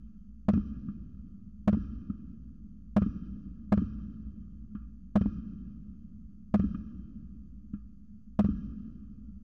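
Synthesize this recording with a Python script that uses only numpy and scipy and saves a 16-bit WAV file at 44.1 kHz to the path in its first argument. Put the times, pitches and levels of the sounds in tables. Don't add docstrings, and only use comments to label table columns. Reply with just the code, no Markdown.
import sys
import numpy as np
from scipy import signal
from scipy.fft import rfft, irfft, next_fast_len
from scipy.io import wavfile

SR = 44100
rng = np.random.default_rng(int(sys.argv[2]) if len(sys.argv) > 2 else 0)


def int16_out(signal):
    q = np.round(np.clip(np.atleast_2d(signal).T, -1, 1) * 32767)
    wavfile.write(sys.argv[1], SR, q.astype(np.int16))


def gain_from_db(level_db):
    decades = np.asarray(level_db, float) / 20
    return 10 ** decades


N = 415951

# (time [s], strength [dB], near echo shift [ms], far echo shift [ms], far echoes [dB])
BURSTS = [(0.48221, 1.0, -2.81, -5.64, 2.2), (1.67405, 2.4, -.87, -1.8, -2.2),
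          (2.96205, 2.7, 1.5, 2.42, -.6), (3.71922, 2.3, .93, 2.04, -.5), (5.15383, 2.0, 2.74, 5.64, .5),
          (6.53844, .9, 1.76, 4.07, -.3), (8.38842, 1.0, .25, 1.38, .9)]
# (time [s], blast [dB], crack [dB], rumble [dB])
POPS = [(0.5559, -12.5, -26.5, -70), (0.8829, -18.5, -19.5, -61), (1.8456, -36.5, -32, -74.5),
        (2.0972, -15, -21, -60), (4.748, -21, -17.5, -54.5), (6.7433, -17.5, -12, -60.5),
        (7.7338, -18, -20, -62)]
TOWER_HZ, TOWER_T60_S = 60, 0.27


def rms_one(x):
    return x / np.sqrt(np.mean(x ** 2) + 1e-20)


def at_hz(points, hz, column):
    points = np.array(points)
    return np.interp(np.log(hz), np.log(points[:, 0]), points[:, column])


def colour(x, spectrum):
    size = next_fast_len(N)
    hz = np.maximum(np.arange(size // 2 + 1) * SR / size, 1)
    gain = gain_from_db(at_hz(spectrum, hz, column=1))
    return rms_one(irfft(rfft(x, size) * gain, size)[:N])


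def butter(x, order, hz, kind="low"):
    return signal.sosfilt(signal.butter(order, hz, kind, fs=SR, output="sos"), x)


def resonate(x, b, radius, hz):
    return signal.lfilter(b, [1, -2 * radius * np.cos(2 * np.pi * hz / SR), radius * radius], x + 1e-18)


def ring(x, hz, level_db, t60_s):
    radius = gain_from_db(-60 / (t60_s * SR))
    return resonate(x, [0, gain_from_db(level_db) * np.sin(2 * np.pi * hz / SR)], radius, hz)


def housing(x):
    # (frequency [Hz], width [Hz], level [dB])
    resonances = [(1208, 109, -0.5), (1362, 106, -1.5), (1654, 51, -6.5), (2472, 39, -11.5),
                  (2700, 140, -17.5), (3118, 44, -10.5), (3610, 320, -26), (4410, 420, -26),
                  (4910, 350, -23.5), (5760, 250, -21), (6500, 570, -27.5)]
    out = 0
    for k, (hz, width_hz, level_db) in enumerate(resonances):
        radius = np.exp(-np.pi * width_hz / SR)
        b = (1 - radius * radius) / 2 * gain_from_db(level_db) * (-1) ** k
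        out = out + resonate(x, [b, 0, -b], radius, hz)
    out = butter(out, 4, 950, "high")
    return signal.sosfilt(signal.cheby2(10, 50, 7400, fs=SR, output="sos"), out)


def night():
    hum_db, housing_db = -52.5, -91
    # (frequency [Hz], density [dB per Hz])
    hum_spectrum = [(15, -48), (26, -20.5), (36, -13.5), (54, -1.5), (70, -4), (87, -17), (112, -16),
                    (130, -26), (168, -13), (205, -2.5), (362, -40), (950, -65), (1240, -100), (2090, -120)]
    white = rng.standard_normal((2, N))
    low = butter(white[0], 4, 1000)
    return gain_from_db(hum_db) * colour(low, hum_spectrum) + gain_from_db(housing_db) * rms_one(housing(white[1]))


def rumble():
    onset_ms, low_late_ms = 32, 60
    burst_db, earlier_db = -30.5, -51
    housing_db, patchy_db = -13, 1.5
    # (frequency [Hz], density [dB per Hz])
    box_spectrum = [(13, -49), (22, -20), (35, -10), (48, -4), (68, 2.5), (87, -11), (160, -13),
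                    (209, -1.5), (230, -9.5), (291, -16.5), (393, -35), (592, -42), (786, -57), (950, -58),
                    (1240, -90), (2090, -120)]
    # (frequency [Hz], early t60 [s], late t60 [s], late share [dB])
    fading = [(50, 1, 6.8, -7.5), (198, 0.18, 3.73, 2.5), (584, 1, 3.3, -4), (1350, 0.93, 2.2, -4.5),
              (2940, 0.65, 2.3, -1), (5860, 0.9, 2, -6.5)]

    power = np.zeros(N)
    for s, *_ in BURSTS:
        power[int(s * SR)] = gain_from_db(2 * burst_db)
    for s, _, _, rumble_db in POPS:
        power[int(s * SR)] = gain_from_db(2 * rumble_db)
    r = np.exp(-1000 / (onset_ms * SR))
    swell = signal.lfilter([(1 - r) ** 2], [1, -2 * r, r * r], power + 1e-18)
    swell[0] += gain_from_db(2 * earlier_db)

    out = 0
    edges_hz = 20 * 2 ** np.arange(0, 9.1)
    white = rng.standard_normal((2, N))
    knots = np.arange(N // 900 + 2)
    for k, (low_hz, high_hz) in enumerate(zip(edges_hz, edges_hz[1:])):
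        mid_hz = np.sqrt(low_hz * high_hz)
        early_s, late_s, late_db = (at_hz(fading, mid_hz, column=c) for c in (1, 2, 3))
        fade = signal.lfilter([1], [1, -gain_from_db(-120 / (early_s * SR))], swell)
        fade += gain_from_db(2 * late_db) * signal.lfilter([1], [1, -gain_from_db(-120 / (late_s * SR))], swell)
        band = butter(white[k % 2], 2, [low_hz, high_hz], "band")
        patches = np.interp(np.arange(N) / 900, knots, rng.standard_normal(len(knots)))
        out = out + band * np.sqrt(fade) * gain_from_db(patchy_db * patches)
    low_part = np.roll(butter(out, 4, 1000), int(low_late_ms * SR / 1000))
    rms = np.sqrt(np.mean(out ** 2))
    return rms * colour(low_part, box_spectrum) + gain_from_db(housing_db) * housing(out)


CRACK_LATE_MS, BLAST_MS = 1.0, 4.62


def add(blast, crack, s, blast_db, length_ms, crack_db, tail_db):
    front_share = .31
    rise_ms, decay_ms, tail_ms = .6, 5.7, 65
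    at = slice(int(s * SR), int(s * SR) + 9000)
    ms = (np.arange(at.start, at.stop) / SR - s) * 1000
    phase = ms / length_ms
    ends = np.sin(np.pi / 2 * np.clip(np.minimum(phase, 1 - phase) / front_share, 0, 1)) ** 2
    blast[at] += gain_from_db(blast_db) * ends * (1 - 2 * phase)
    late = np.maximum(ms - CRACK_LATE_MS, 0)
    rise = 1 - np.exp(-late / rise_ms)
    crack[at] += gain_from_db(crack_db) * rise * (np.exp(-late / decay_ms) + gain_from_db(tail_db) * np.exp(-late / tail_ms))


def add_bursts(blast, crack):
    tail_db = -24.5
    # (lag [ms], share of the shift [1], blast [dB], length [ms], crack [dB])
    near_echoes = [(52.18, .8, -8.5, 6.73, -5.5), (67.36, 1.52, -17.9, 6.5, -21),
                   (79.58, .76, -23.2, 6.0, -28.5)]
    # (lag [ms], share of the shift [1], blast [dB], length [ms], crack [dB])
    far_echoes = [(96.22, 1.02, -9.2, 3.63, -24), (113.1, .29, -21, 19.1, -41),
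                  (117.95, .8, -30.6, 3.8, -49)]
    for s, level_db, near_ms, far_ms, far_db in BURSTS:
        add(blast, crack, s, level_db, BLAST_MS, level_db, tail_db)
        sharp_db = -3.5 + .9 * far_db
        for echoes, shift_ms, gain_db in ((near_echoes, near_ms, 0), (far_echoes, far_ms, far_db)):
            for lag_ms, share, echo_db, length_ms, crack_db in echoes:
                lag_s = (lag_ms + share * shift_ms) / 1000
                add(blast, crack, s + lag_s, echo_db + gain_db, length_ms, crack_db + sharp_db, tail_db)


def add_pops(blast, crack, clicks):
    tail_over_rumble_db, click_db = 25, 11.5
    for s, blast_db, crack_db, rumble_db in POPS:
        tail_db = rumble_db + tail_over_rumble_db - crack_db
        add(blast, crack, s, blast_db, BLAST_MS, crack_db, tail_db)
        clicks[int((s + CRACK_LATE_MS / 1000) * SR)] = gain_from_db(crack_db + click_db)


def arrivals():
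    drive_db, crack_db, tower_db = -46.23, -13, -31
    box_cut_hz, crack_cut_hz, pop_cut_hz = 463, 1900, 2500
    # (frequency [Hz], level [dB], t60 [s], sign [1])
    box_modes = [(55.9, 9.96, .021, -1), (93.9, -4.05, .109, 1), (196.9, 13.4, .036, -1),
                 (206.3, 16.07, .012, 1), (207.7, 10.64, .075, 1), (245.7, 1.68, .019, 1),
                 (308.9, .38, .045, -1)]
    blast, crack, pop_crack, clicks = np.zeros((4, N))
    add_bursts(blast, crack)
    add_pops(blast, pop_crack, clicks)

    boom = ring(blast, TOWER_HZ, tower_db, TOWER_T60_S)
    for hz, level_db, t60_s, sign in box_modes:
        boom = boom + sign * ring(blast, hz, level_db, t60_s)
    boom = butter(boom, 4, box_cut_hz)

    white = rng.standard_normal(N)
    pops = butter(pop_crack * white + clicks, 2, pop_cut_hz)
    cracks = butter(crack * white + pops, 1, crack_cut_hz)
    return gain_from_db(drive_db) * boom + gain_from_db(crack_db) * housing(cracks)


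def scene():
    tower_db = -57.5
    wash = butter(night() + rumble(), 4, 38, "high")
    return (arrivals() + wash + ring(wash, TOWER_HZ, tower_db, TOWER_T60_S))[None]


def band_limit(x):
    return signal.sosfilt(signal.butter(12, 16450, fs=SR, output="sos"), x)


def record(dry):
    top, offset = .1185, .0025
    hiss_db, top_cut_hz = -93.5, 17000
    # (frequency [Hz], density [dB per Hz])
    hiss_spectrum = [(1060, -37.5), (1800, -9), (1970, -9), (3090, -5), (3350, -10.5), (4100, -9),
                     (4700, 0.5), (5250, -12), (6360, 2), (7560, -12.5), (16000, -15)]
    white = butter(rng.standard_normal(N), 4, 1500, "high")
    hiss = gain_from_db(hiss_db) * colour(white, hiss_spectrum)
    clipped = np.clip(dry + offset, -top, top)
    loud = signal.sosfiltfilt(signal.cheby2(8, 40, top_cut_hz, fs=SR, output="sos"), clipped)
    settle = np.sin(np.pi / 2 * np.minimum(np.arange(N)[::-1] / 600, 1)) ** 2
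    return band_limit(settle * loud + hiss)


dry = scene()
out = record(dry)
int16_out(out)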